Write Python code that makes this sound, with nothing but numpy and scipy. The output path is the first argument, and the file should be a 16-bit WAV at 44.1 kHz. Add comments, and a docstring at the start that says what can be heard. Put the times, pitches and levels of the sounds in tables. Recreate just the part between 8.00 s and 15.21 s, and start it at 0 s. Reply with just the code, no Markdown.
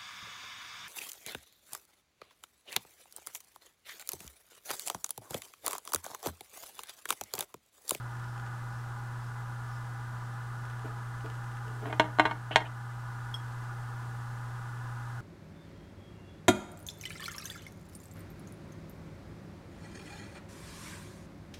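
"""Over a steady hum and fan noise come faint ticks and paper dabs, dull bumps, glass knocks and a high clink.
A paintbrush is rinsed in a glass jar of water on a craft table, in a small room.
Knocks are short pushes and noisy chatter sent through the jar's resonances; the clink is fading sine waves.
Dabs, ticks and bumps are shaped noise; swishes are noise around a rising pitch. Short echoes add the room.
The recorder's gain control turns the level down after hard knocks, then slowly lets it back up."""
import sys
import numpy as np
from scipy import signal
from scipy.fft import rfft, irfft
from scipy.io import wavfile
from scipy.ndimage import uniform_filter1d

SR = 44100
rng = np.random.default_rng(int(sys.argv[2]) if len(sys.argv) > 2 else 0)


def transcribe(signal):
    """Save signal, clipped to [-1, 1], as a 16-bit WAV file at the path in sys.argv[1]."""
    frames = np.atleast_2d(signal).T
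    limited = np.clip(frames, -1, 1)
    pcm = np.round(limited * 32767).astype(np.int16)
    wavfile.write(sys.argv[1], SR, pcm)


N = 317816  # length of the scene in samples


def amp(db):
    """Turns decibels into a gain."""
    return 10 ** (np.asarray(db) / 20)


def unit(x):
    """Scales a sound to an rms level of 1."""
    return x / np.sqrt(np.mean(x ** 2) + 1e-20)


def read(points, hz):
    """Joins points by straight lines on a log-frequency axis."""
    f, value = np.transpose(points)
    return np.interp(np.log(hz + 1), np.log(f), value)


def add(mix, s, sound):
    """Lays a sound into the mix, starting at a time in seconds."""
    part = mix[round(s * SR):][:len(sound)]
    part += sound[:len(part)]


def noise(colour, size):
    """Makes noise of rms 1 whose spectrum follows the given points."""
    spectrum = rfft(rng.standard_normal(size))
    gain = amp(read(colour, np.fft.rfftfreq(size, 1 / SR)))
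    return unit(irfft(spectrum * gain, size))


def soften(x, corner_hz):
    """Takes off treble with a gentle one-pole low-pass."""
    keep = np.exp(-2 * np.pi * corner_hz / SR)
    return signal.lfilter([1 - keep], [1, -keep], x)


def resonances(peaks, f):
    """Adds up the power of steep-sided resonances at each frequency."""
    return sum(amp(db) ** 2 / (1 + (2 * (f - hz) / width) ** 2) ** 2 for hz, width, db in peaks)


def background(air_db=-51.0, fan_db=-48.0):
    """Mains and motor tones, a fan rushing through the resonances of its housing, and plain hiss."""
    # steady tones of mains and fan motor: (frequency [Hz], rms level [dB])
    hum_tones = [(120.06, -39.5), (128.2, -66), (58.6, -64.5), (234.4, -71.5), (354.6, -71)]
    # resonances of the fan's rush: (frequency [Hz], width [Hz], level [dB])
    fan_peaks = [(816, 92, 0), (956, 71, -2), (1010, 56, 0), (1214, 146, 0), (1294, 160, -6),
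                 (1452, 94, 2.5), (1620, 130, -6), (1728, 105, -5), (2015, 64, -10)]
    # spectrum of fan and room air: (frequency [Hz], level per Hz [dB])
    air_colour = [(20, -1.5), (90, -1.5), (180, -4.5), (300, -9), (550, -12), (1500, -8.5), (2200, -21),
                  (3100, -21.5), (4000, -24), (5200, -25), (8500, -26.5), (12000, -32.5), (16000, -38.5)]
    t, f = np.arange(N) / SR, np.fft.rfftfreq(N, 1 / SR)
    # each tone starts at a random point of its cycle
    hum = sum(amp(db) * np.sqrt(2) * np.sin(2 * np.pi * (hz * t + rng.random())) for hz, db in hum_tones)
    fan_spectrum = rfft(rng.standard_normal(N)) * np.sqrt(resonances(fan_peaks, f))
    fan = unit(irfft(fan_spectrum, N))
    return hum + amp(fan_db) * fan + amp(air_db) * noise(air_colour, N)


def arm_ticks(tick_t60=0.017, ticks_per_s=14, scatter_db=-45, scatter_spread_db=3):
    """Faint dry ticks as the arm moves: bursts of noise that die away at once."""
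    # the clearest ticks: (time [s], starting level [dB])
    clear_ticks = [(0.198, -44.5), (0.398, -41.5), (.464, -43.5), (2.653, -42.5), (2.7, -42), (3.26, -41),
                   (3.301, -43)]
    # arm movements that scatter weaker ticks: (start [s], end [s])
    moves = [(.08, .45), (2.68, 2.87), (3.2, 3.7)]
    # spectrum of a tick: (frequency [Hz], level per Hz [dB])
    tick_colour = [(300, -10), (1500, 8.5), (2200, -5.5), (2900, 1), (4000, -13), (7000, -12), (15000, -37)]
    out, t = np.zeros(N), np.arange(SR // 10) / SR
    scatter = []
    for start, end in moves:
        # one tick at a random moment in each even time slot
        for slot in np.arange(start, end, 1 / ticks_per_s):
            s = slot + rng.random() / ticks_per_s
            scatter.append((s, scatter_db - scatter_spread_db * rng.random()))
    for s, db in clear_ticks + scatter:
        add(out, s, noise(tick_colour, len(t)) * amp(db - 60 * t / tick_t60))
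    return out


def paper_dabs(count=4, first_s=.16, every_s=.48, length_s=.25, first_db=-70, growth_db=1.4):
    """Bristles dab the paper in an even rhythm: soft swells of hiss, a little firmer each time."""
    # spectrum of bristles on paper: (frequency [Hz], level per Hz [dB])
    bristles = [(2000, -14), (3500, -7), (4500, -9), (5250, 5), (6200, -14), (12000, -18)]
    out, size = np.zeros(N), int(length_s * SR)
    for k in range(count):
        hiss = noise(bristles, size) * np.hanning(size)
        add(out, first_s + k * every_s, amp(first_db + k * growth_db) * hiss)
    return out


def bumps(rise_share=0.033):
    """Dull, padded bumps and rubs: noise coloured mostly by the table's low resonances."""
    # soft bumps, and a slow low rub at 3.64 s: (time [s], level [dB], time to fall 60 dB [s])
    contacts = [(2.845, -36.5, 0.17), (3.24, -37, 0.13), (3.64, -49, 0.87), (3.815, -38, 0.24),
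                (3.862, -34.5, 0.14)]
    # spectrum of the table: (frequency [Hz], level per Hz [dB])
    table_colour = [(100, -20), (220, -15), (300, 5.5), (370, -8), (440, 3), (520, -17), (640, -4),
                    (900, -16), (2000, -27), (3200, -27.5), (5000, -45)]
    out, t = np.zeros(N), np.arange(SR // 2) / SR
    for s, db, t60 in contacts:
        rise = 1 - np.exp(-t / (rise_share * t60))  # long rubs also start slowly
        add(out, s, noise(table_colour, len(t)) * amp(db - 60 * t / t60) * rise)
    return out


def jar_response(size=16384, spread_s=0.00088):
    """The jar's answer to one sharp blow: a crack that rings off in its resonances."""
    # resonances of the filled jar and the table under it: (frequency [Hz], width [Hz], level [dB])
    jar_peaks = [(306.7, 24.6, 3.5), (439, 51, -9.5), (632, 60, -3), (747, 104, -2), (850, 64, -7.5),
                 (936, 90, -2), (1057, 35, -2.5), (1170, 110, -5.5), (1482, 85, -4.5), (1615, 60, -6),
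                 (1804, 94, -9.5), (1886, 61, -6), (2073, 106, -8), (2182, 86, -5.5), (2450, 114, -13.5),
                 (2770, 98, -12), (3066, 230, -11.5), (3340, 310, -17), (3480, 133, -18), (3680, 73, -14.5),
                 (4060, 260, -16), (4280, 280, -23.5), (5410, 280, -25.5), (6200, 230, -29.5),
                 (6700, 200, -31.5), (7330, 220, -25.5), (8200, 105, -32.5), (9030, 210, -33.5),
                 (9900, 270, -33), (10800, 250, -37)]
    # dense, weak resonances in between: (frequency [Hz], level [dB])
    between = [(30, -12), (100, -13), (200, -14.5), (600, -16), (2100, -24), (2600, -35), (4200, -34.5),
               (7500, -43.5), (12000, -48.5), (16000, -64)]
    f = np.fft.fftfreq(size, 1 / SR)
    power = resonances(jar_peaks, abs(f)) + amp(read(between, abs(f))) ** 2
    log_gain = np.log(power) / 2
    # this choice of phase keeps the ringing after the blow, never before it
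    causal = np.conj(signal.hilbert(log_gain))
    # bending waves are slower in the bass: 1 kHz arrives spread_s late
    lag = 4 * np.pi * spread_s * np.sign(f) * np.sqrt(abs(f) * 1000)
    return np.fft.ifft(np.exp(causal - 1j * lag)).real[:size // 2]


def knocks(jar_db=31, spot_db=4, spot_q=2.2, water_t60=0.59, push_hz=5000, chatter_lift=1.4, light_hz=180):
    """Each contact is a push and a short, bright chatter on glass; soft or glancing ones lose the treble."""
    # brush handle against the jar: (time [s], strength [dB], glance from square 0 to sliding 1,
    # frequency favoured by the spot struck [Hz])
    hits = [(3.856, -14, .75, 350), (3.898, -13.5, 0.76, 780), (3.927, -16, .48, 2100),
            (3.9971, -3.5, 0.33, 930), (4.1863, -13, 0.4, 1300), (4.1963, -3, 0.38, 1540),
            (4.2534, -2.5, 0.68, 1520), (4.3105, -12.5, 0.5, 900), (4.509, -15, 0.71, 2800),
            (4.5587, 1.5, 0.23, 5400)]
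    # treble corner of a square 0 dB blow; it rises with force and falls with glance
    hard_hz, hard_power, glance_power = 11020, 0.53, 1.91
    chatter_t60_s = 0.018  # for a square blow; a sliding handle chatters longer
    # the springy handle falls back once, this much later and weaker
    rebound_s, rebound_db, rebound_glance = .045, -20, .45
    force, t = np.zeros(N), np.arange(SR // 2) / SR
    rebounds = [(s + rebound_s, db + rebound_db, rebound_glance, spot_hz) for s, db, _, spot_hz in hits]
    for s, db, glance, spot_hz in hits + rebounds:
        share = np.clip(glance, 0, .95)
        corner_hz = hard_hz * amp(db) ** hard_power * (1 - share) ** glance_power
        t60 = chatter_t60_s / (1 - share)
        chatter = rng.standard_normal(len(t)) * amp(-60 * t / t60)
        brightened = chatter + chatter_lift * np.diff(chatter, prepend=0)
        chatter = brightened / np.linalg.norm(chatter)
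        push = soften(signal.unit_impulse(len(t)), push_hz)
        blow = np.sqrt(1 - share) * push + np.sqrt(share) * chatter
        spot = signal.lfilter(*signal.iirpeak(spot_hz, spot_q, fs=SR), blow)
        blow = blow + (amp(spot_db) - 1) * spot
        add(force, s, amp(db) * soften(blow, corner_hz))
    force = force - soften(force, light_hz)  # a light brush moves little bass
    jar = jar_response()
    damped = jar * amp(-60 * t[:len(jar)] / water_t60)  # the water makes all the ringing fade sooner
    return amp(jar_db) * signal.oaconvolve(force, damped)[:N]


def swishes(width_hz=600, slosh_db=-3):
    """A pocket of air behind the brush shrinks, so its resonance rises over a short slosh."""
    # water swishing round the brush: (time [s], length [s], level [dB], start pitch [Hz], end pitch [Hz])
    strokes = [(4.509, 0.03, -40, 2650, 3020), (4.526, 0.05, -51, 3090, 3320),
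               (4.644, 0.038, -52, 2290, 3320)]
    # spectrum of the slosh: (frequency [Hz], level per Hz [dB])
    slosh_colour = [(100, -18), (300, 1), (1000, -5), (1700, 3), (3300, -19), (4500, -24), (12000, -45)]
    out = np.zeros(N)
    for s, length, db, start_hz, end_hz in strokes:
        size = int(length * SR)
        glide_hz = np.linspace(start_hz, end_hz, size)
        turn = np.exp(2j * np.pi * np.cumsum(glide_hz) / SR)
        rough = rng.standard_normal(size) + 1j * rng.standard_normal(size)
        fuzz = signal.lfilter(*signal.butter(2, width_hz / 2, fs=SR), rough)
        pocket = unit((fuzz * turn).real)  # a band of noise that follows the gliding pitch
        water = pocket + amp(slosh_db) * noise(slosh_colour, size)
        add(out, s, amp(db) * water * signal.windows.tukey(size, .5))
    return out


def ring(modes):
    """Half a second of sine tones that die away after one blow."""
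    t = np.arange(SR // 2) / SR
    return sum(amp(db - 60 * t / t60) * np.sin(2 * np.pi * hz * t) for hz, db, t60 in modes)


def clink(rise_s=0.00085, tick_db=-20, tick_t60=0.028):
    """Above the water the bare rim rings high and clear, with a tiny metallic tick at its start."""
    # the metal ferrule touches the rim: (time [s], level [dB])
    touch_s, touch_db = (5.3411, -29.5)
    # tones of the rim: (frequency [Hz], level [dB], time to fall 60 dB [s])
    rim = [(3290, -0.5, 0.058), (3280, -20, .24), (5344, -14, 0.09), (5300, -27, 0.11), (6090, -23.5, 0.11),
           (8484, -22.5, 0.083), (10300, -30, .08), (11510, -29, .12)]
    out, t = np.zeros(N), np.arange(SR // 2) / SR
    tick = rng.standard_normal(len(t)) * amp(tick_db - 60 * t / tick_t60)
    rise = 1 - np.exp(-t / rise_s)
    add(out, touch_s, amp(touch_db) * (ring(rim) + tick) * rise)
    return out


def room(x, wet_db=-13, near_db=-12, near_s=.011):
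    """First echoes from things on the table, then a short tail that dies faster in the treble."""
    # how long the room rings: (frequency [Hz], time to fall 60 dB [s])
    decay = [(150, 0.39), (600, 0.3), (2000, 0.22), (4000, 0.16), (10000, .14)]
    taps = rng.standard_normal(SR // 2) * (rng.random(SR // 2) < .1)  # about one sample in ten echoes
    hz, t, z = signal.stft(taps, SR, nperseg=256)
    fading = z * amp(-60 * t / read(decay, hz)[:, None])
    tail = signal.istft(fading, SR, nperseg=256)[1]
    tail *= np.minimum(np.arange(len(tail)) / SR / near_s, 1)  # the tail builds up over near_s
    echoes = amp(wet_db) * tail / np.linalg.norm(tail)
    delays = rng.uniform(near_s / 10, near_s, size=8)
    signs = rng.choice([-1, 1], len(delays))
    echoes[(delays * SR).astype(int)] += amp(near_db) * signs / np.sqrt(len(delays))
    return x + signal.fftconvolve(x, echoes)[:N]


def scene():
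    """All sounds at the table pass through the room; the background is added after it."""
    table_sounds = knocks() + bumps() + clink() + swishes() + arm_ticks() + paper_dabs()
    return (room(table_sounds) + background())[None]


def record(dry, threshold_db=-19, slope=0.32, recover_db=3.5, fall_s=0.045, edge_hz=15850):
    """Gain control dips after loud knocks and recovers by recover_db each second; then the top is cut off."""
    power_db = 10 * np.log10(abs(uniform_filter1d(dry[0] ** 2, size=256)) + 1e-12)
    release = np.arange(N) / SR * recover_db
    wanted_cut_db = slope * np.maximum(power_db - threshold_db, 0)
    # hold the deepest cut so far, while it recovers steadily
    cut_db = np.maximum.accumulate(wanted_cut_db + release) - release
    lag = np.exp(-1 / (fall_s * SR))
    smooth_cut_db = signal.lfilter([1 - lag], [1, -lag], cut_db)
    ducked = dry * amp(-smooth_cut_db)
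    edge = signal.firwin(511, edge_hz, window=("kaiser", 9), fs=SR)
    return signal.oaconvolve(ducked, edge[None], "same")


dry = scene()
out = record(dry)
transcribe(out)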